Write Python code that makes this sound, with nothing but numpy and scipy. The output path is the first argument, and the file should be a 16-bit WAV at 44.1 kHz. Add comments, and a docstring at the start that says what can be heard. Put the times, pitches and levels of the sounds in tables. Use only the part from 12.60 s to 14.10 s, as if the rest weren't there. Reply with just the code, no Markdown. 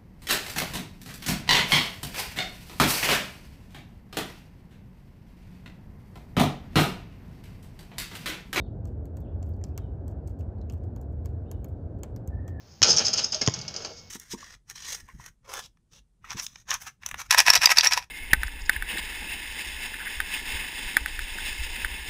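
"""Basketball through a chain net

A basketball smacks the rim of a portable driveway hoop and whips the chain net. The steel links
clink in thinning bunches while the loose frame rattles and the pole shudders. The ball bounces
once on the asphalt, ringing the air inside it. Nearby buildings give a faint echo, and a quiet
outdoor rumble lies under it all."""
import sys
import numpy as np
from scipy import signal
from scipy.fft import rfft, irfft
from scipy.io import wavfile
from scipy.ndimage import uniform_filter1d, minimum_filter1d

SR = 44100
rng = np.random.default_rng(int(sys.argv[2]) if len(sys.argv) > 2 else 0)


def unload_audio(sound):
    """Save the sound as a 16-bit wav file, at the path given as the first command line argument."""
    columns = np.transpose(np.atleast_2d(sound))
    # keep every value between -1 and 1, then stretch to whole-number steps
    steps = np.round(np.clip(columns, -1, 1) * 32767)
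    wavfile.write(sys.argv[1], SR, steps.astype(np.int16))


N = 66150
T = np.arange(N) / SR

# tone of the outdoor bed: f/Hz, level/dB
AIR_EQ = [(20, -13), (45, -17), (85, -2.5), (170, -9), (300, -17), (700, -21.5), (1500, -30.5),
          (3800, -33.5), (5000, -24.5), (6400, -29), (8000, -53), (13000, -51), (15000, -38), (16000, -84)]
# the hanging net stirring: t/s, level/dB, rise/s, fade/s
STIRS = [(.06, -58.5, 0.064, 0.11), (.27, -21.5, 0.0077, 0.053), (0.436, -24, 0.031, 0.0049),
         (1.151, -44.5, 0.031, 0.15), (1.34, -45.5, 0.044, 0.023)]
# tone of link touching link: f/Hz, level/dB
LINK_EQ = [(100, -31), (1500, -27.5), (3000, -21.5), (4000, -16.5), (4600, -6.5), (5150, 1.5), (5900, -6.5),
           (6500, -0.5), (6950, -13.5), (7500, -24.5), (9000, -37.5), (12000, -56.5), (16000, -57)]
# the pole shuddering: t/s, level/dB, rise/s, fade/s
SHUDDERS = [(0.209, -36, 0.014, 0.054), (0.273, -32, 0.023, 0.029), (0.331, -41, 0.014, 0.24),
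            (0.81, -41, 0.0091, 0.029), (.94, -40.5, 0.06, 0.094)]
# tone of the pole: f/Hz, level/dB
POLE_EQ = [(20, -20), (50, -11), (85, 4), (130, 3.5), (200, 3.5), (320, -21.5), (1000, -29), (16000, -80)]
# the ball's skin slapping: t/s, level/dB, fade/s, treble tilt/dB
SLAPS = [(0.2189, -10, 0.0013, .5), (0.8755, -8.5, 0.0012, 5), (0.8845, -17.5, 0.0022, -4)]
# tone of the skin: f/Hz, level/dB
SKIN_EQ = [(60, 0), (300, 7.5), (750, 2), (1900, 0), (2400, -9.5), (3200, -1), (4000, -5.5), (5000, 4),
           (6700, 3.5), (7600, -25.5), (16000, -60)]
# the ball squashing on the rim, then on asphalt: t/s, level/dB, final f/Hz, rise and fade/s
THUMPS = [(0.22, -26, 70, 0.0076), (0.877, -14, 86, 0.0043)]
# modes of the air inside the ball: f/Hz, level/dB, t60/s
CAVITY_MODES = [(256, -24, 0.05), (339, -28, 0.05), (430, -29, .075), (1035, -27, .05), (1900, -26, .028)]
# bunches of links clashing: t/s, relative level/dB, ring f/Hz
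CLINKS = [(0.2261, -6, 5800), (.2312, -4, 6400), (0.236, -12.5, 6130), (.2435, -11, 5210),
          (.2534, -19, 5020), (0.265, -14, 5260), (.2818, -11.5, 5800), (.287, -11, 5700),
          (.2945, -9, 5480), (.302, -10, 5600), (0.3287, -13.5, 5130), (0.3631, -13, 6100),
          (.3815, -6.5, 6480), (.3918, -11, 5170), (.451, -16, 5430), (.4664, -10, 5230),
          (0.5306, -16, 5020), (0.567, -19.5, 5030), (0.574, -16, 6800), (0.581, -11.5, 5000),
          (.5923, -18.5, 4550), (.628, -24, 6200), (.7335, -22, 6400), (0.7439, -13, 6500),
          (.812, -19, 6700), (0.8157, -12, 5550), (0.8624, -16, 5000), (0.9382, -17, 6510),
          (.9886, -26.5, 5920), (1.0131, -26.5, 4850), (1.0791, -21, 5700), (1.1401, -27, 4880),
          (1.162, -19, 5030), (1.221, -29, 6480), (1.2476, -21, 4710)]
# one taut link struck and ringing freely: t/s, peak level/dB, f/Hz, t60/s, hardness/(dB per octave)
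STRIKES = [(0.2273, -6.5, 5470, 0.027, 1.5), (.2995, -10, 5073, 0.1, -2.5), (.312, -12, 5185, 0.038, -35),
           (.368, -10, 5590, 0.019, -19), (.447, -20.5, 5240, 0.07, -10), (.4585, -17.5, 5200, 0.033, 1),
           (.479, -15, 5150, 0.055, -9), (0.535, -11, 5170, 0.011, 4.5), (.636, -18, 5210, 0.022, -31.5),
           (0.6413, -12, 5190, 0.025, -6.5), (.72, -17, 5050, .028, -8)]
# partials of one link: multiple of its pitch, level/dB
LINK_MODES = [(1, 0), (1.245, -5), (1.49, -26), (1.76, -33), (1.94, -36), (2.41, -36), (2.9, -47)]
# lasting ring of the steel: f/Hz, relative level/dB
STEEL_MODES = [(3630, -12), (3835, -14), (4675, -10), (4807, -3), (4894, -4), (5126, 1), (5355, -4),
               (5530, -7), (5660, -6), (6059, -6), (6362, -6), (6512, -5)]
# the frame rattling in its joints: t/s, level/dB, rise/s, fade/s, treble tilt/dB
RATTLES = [(0.228, -10, 0.0004, 0.0081, 8), (.238, -27, 0.0029, 0.11, -1), (.283, -30, 0.0061, 0.019, -24),
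           (0.369, -30, 0.0069, 0.064, 2), (.385, -28, 0.02, 0.024, -1), (.462, -32.5, 0.022, 0.025, 1.5),
           (0.532, -35, 0.0015, 0.084, 0.5), (0.573, -27, 0.019, 0.02, 4), (.630, -41.5, .01, 0.032, -5),
           (.722, -35.5, 0.0069, 0.045, -0.5), (.812, -32.5, 0.0031, 0.04, -1),
           (.938, -42, 0.0031, 0.14, -1), (1.078, -44, 0.0028, 0.045, -0.5),
           (1.138, -43, 0.0023, 0.13, -3.5), (1.2, -46.5, 0.004, 0.06, -9), (1.245, -36, 0.0036, 0.025, -5),
           (1.295, -42.5, 0.0064, 0.017, -18.5)]
# tone of the frame: f/Hz, level/dB
FRAME_EQ = [(60, -16), (150, -13.5), (450, 1.5), (800, 0), (1050, -5), (1450, -0.5), (2000, -9.5),
            (2750, 0), (3400, 1), (3560, -17), (3820, -1), (4000, -4.5), (4300, 0), (5000, -3), (6700, -3),
            (7600, -23), (16000, -59.5)]
# backboard resonances: f/Hz
BOARD_MODES = [243.7, 476, 650.7, 863, 1366]
# parts of the hoop that ring when knocked: t/s, f/Hz, level/dB, t60/s
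PINGS = [(0.227, 2480, -14, 0.041), (0.229, 2860, -17, 0.024), (.749, 625, -29, 0.12),
         (.816, 253, -25.5, 0.048), (.816, 477, -29, 0.065), (0.812, 1705, -23, 0.04),
         (.814, 2140, -25.5, 0.07)]


def amp(db):
    """Decibels to gain."""
    return 10 ** (np.asarray(db) / 20)


def unit(x):
    """Scales to an energy of one."""
    return x / np.sqrt(np.sum(x ** 2) + 1e-20)


def add(mix, s, sound):
    """Drops a sound into the mix at s seconds."""
    part = mix[max(0, round(s * SR)):][:len(sound)]
    part += sound[:len(part)]


def layer(main, extra, db):
    """Layers extra onto main, its energy set in dB relative to main."""
    return main + amp(db) * np.linalg.norm(main) * unit(extra)


def through(x, response):
    """Convolves, keeping the length."""
    return signal.fftconvolve(x, response)[:len(x)]


def colour(eq, tilt_db=0, size=4096):
    """Minimum-phase response of energy one for an EQ curve, tilted about 1500 Hz."""
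    hz = np.fft.rfftfreq(size, 1 / SR) + 1
    eq_hz, eq_db = np.transpose(eq)
    db = np.interp(np.log(hz), np.log(eq_hz), eq_db) + tilt_db * np.tanh(np.log(hz / 1500))
    cepstrum = irfft(np.log(amp(db)))
    cepstrum[1:size // 2] *= 2
    cepstrum[size // 2 + 1:] = 0
    return unit(irfft(np.exp(rfft(cepstrum))))


def mode(hz, t60, t=T):
    """One dying sine."""
    return np.sin(2 * np.pi * hz * t) * np.exp(-np.log(1000) * t / t60)


def swell(rise, fade, t=T):
    """Straight attack, then exponential fade."""
    return np.minimum(t / rise, 1) * np.exp(-np.maximum(t - rise, 0) / fade)


def contacts(per_s, size=N):
    """Random tiny impacts with a mean power of one."""
    return rng.standard_normal(size) * (rng.random(size) < per_s / SR) * np.sqrt(SR / per_s)


def outdoor_air(level_db=-53):
    """A steady bed of low rumble with a trace of hiss."""
    return amp(level_db) * through(rng.standard_normal(N), colour(AIR_EQ))


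def net_stir():
    """Hanging links brush each other in swells of light touches."""
    out, link = np.zeros(N), colour(LINK_EQ)
    for s, db, rise, fade in STIRS:
        add(out, s, amp(db) * through(contacts(per_s=1800) * swell(rise, fade), link))
    return out


def pole_shudder():
    """The pole and its base shake, giving the low end."""
    out, pole = np.zeros(N), colour(POLE_EQ)
    for s, db, rise, fade in SHUDDERS:
        add(out, s, amp(db) * through(contacts(per_s=2000), pole) * swell(rise, fade))
    return out


def ball_hits():
    """Skin slap over a short thump, on rim and asphalt; the ground bounce rings the air inside."""
    out = np.zeros(N)
    for s, db, fade, tilt_db in SLAPS:
        grit = unit(rng.standard_normal(N) * np.exp(-T / fade))
        grit[0] += .7  # a hard click on the attack
        slap = unit(through(grit, colour(SKIN_EQ, tilt_db)))
        add(out, s, amp(db) * np.sqrt(fade * SR / 2) * slap)
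    for s, db, hz, fade in THUMPS:
        age = T / fade
        turns = np.cumsum(hz * (1 + np.exp(-age / 2))) / SR  # falls an octave as the ball relaxes
        add(out, s, -amp(db) * age * np.exp(1 - age) * np.sin(2 * np.pi * turns))
    bounce_s = THUMPS[-1][0]
    add(out, bounce_s, sum(amp(db) * mode(hz, t60) for hz, db, t60 in CAVITY_MODES))
    return out


def chain_net(attack_s=.0012, clink_gain_db=14.5):
    """Links clash in bunches or ring singly; each hit jostles its neighbours and sets the steel singing."""
    out, t, link = np.zeros(N), T[:N // 6], colour(LINK_EQ)

    def chatter():
        """Links meet in a brief burst of tiny impacts."""
        return contacts(per_s=7700, size=len(t)) * swell(attack_s, fade=.003, t=t)

    def jostled(clink):
        """A clink trailed by the lighter touches of its neighbours."""
        touches = contacts(per_s=1500, size=len(t)) * swell(rise=.0056, fade=.011, t=t)
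        return layer(clink, through(touches, link), db=-5)

    for s, db, hz in CLINKS:
        tick = unit(through(chatter(), link))
        ring = through(tick, mode(hz, t60=.022, t=t))
        clink = unit(layer(tick, ring, db=-5))
        add(out, s, amp(db + clink_gain_db) * jostled(clink))
    attack = np.minimum(t / attack_s, 1)
    for s, db, hz, t60, hardness_db in STRIKES:
        hit, ring = chatter(), np.zeros(len(t))
        for ratio, mode_db in LINK_MODES:
            partial = through(hit, attack * mode(hz * ratio, t60 / ratio ** 2, t))
            ring += amp(mode_db + hardness_db * np.log2(ratio)) * unit(partial)
        add(out, s, amp(db) * jostled(ring / abs(ring).max()))
    shimmer = np.zeros(N)
    for hz, db in STEEL_MODES:
        t60 = .48 * (5000 / hz) ** 2  # high modes die sooner
        shimmer += amp(db) * unit(through(out, mode(hz, t60)))
    return layer(out, shimmer, db=-12.5)


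def frame_rattle(ping_attack_s=.0087):
    """Dense knocks in the loose joints drive the backboard; knocked parts ping and the rim rings on."""
    rattle = np.zeros(N)
    for s, db, rise, fade, tilt_db in RATTLES:
        knocks = contacts(per_s=5000, size=N // 2) * swell(rise, fade, T[:N // 2])
        add(rattle, s, amp(db) * through(knocks, colour(FRAME_EQ, tilt_db)))
    board = sum(unit(through(rattle, mode(hz, t60=.33))) for hz in BOARD_MODES)
    out = layer(rattle, board, db=-16)
    for s, hz, db, t60 in PINGS:
        add(out, s, amp(db) * mode(hz, t60) * np.minimum(T / ping_attack_s, 1))
    add(out, s=.815, sound=amp(-54) * mode(hz=2203, t60=3))  # the rim's faint, long tail
    return out


def yard_echo(x, predelay_s=.02, t60=.24, tail_db=-15, wall_s=.153, wall_db=-23, wall_cutoff_hz=250):
    """The garden scatters a short, faint tail; a house wall sends one dull slapback."""
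    tail = unit(contacts(per_s=2000) * (T > predelay_s) * np.exp(-np.log(1000) * T / t60))
    out = amp(tail_db) * through(x, tail)
    slapback = signal.lfilter(*signal.butter(1, wall_cutoff_hz, fs=SR), x)
    add(out, wall_s, amp(wall_db) * slapback)
    return out


def scene():
    """Mono mix of hoop and ball with their echo, over the outdoor bed."""
    action = chain_net() + net_stir() + frame_rattle() + pole_shudder() + ball_hits()
    return (action + yard_echo(action) + outdoor_air())[None]


def record(dry, ceiling=.85, cutoff_hz=15800):
    """A fast peak limiter, then a steep low-pass that trims the very top."""
    gain = ceiling / np.maximum(abs(dry), ceiling)
    smooth_gain = uniform_filter1d(minimum_filter1d(gain, size=129), size=129)
    lowpass = signal.firwin(511, cutoff_hz, window=("kaiser", 9), fs=SR)
    return signal.oaconvolve(dry * smooth_gain, lowpass[None], "same")


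dry = scene()
out = record(dry)
unload_audio(out)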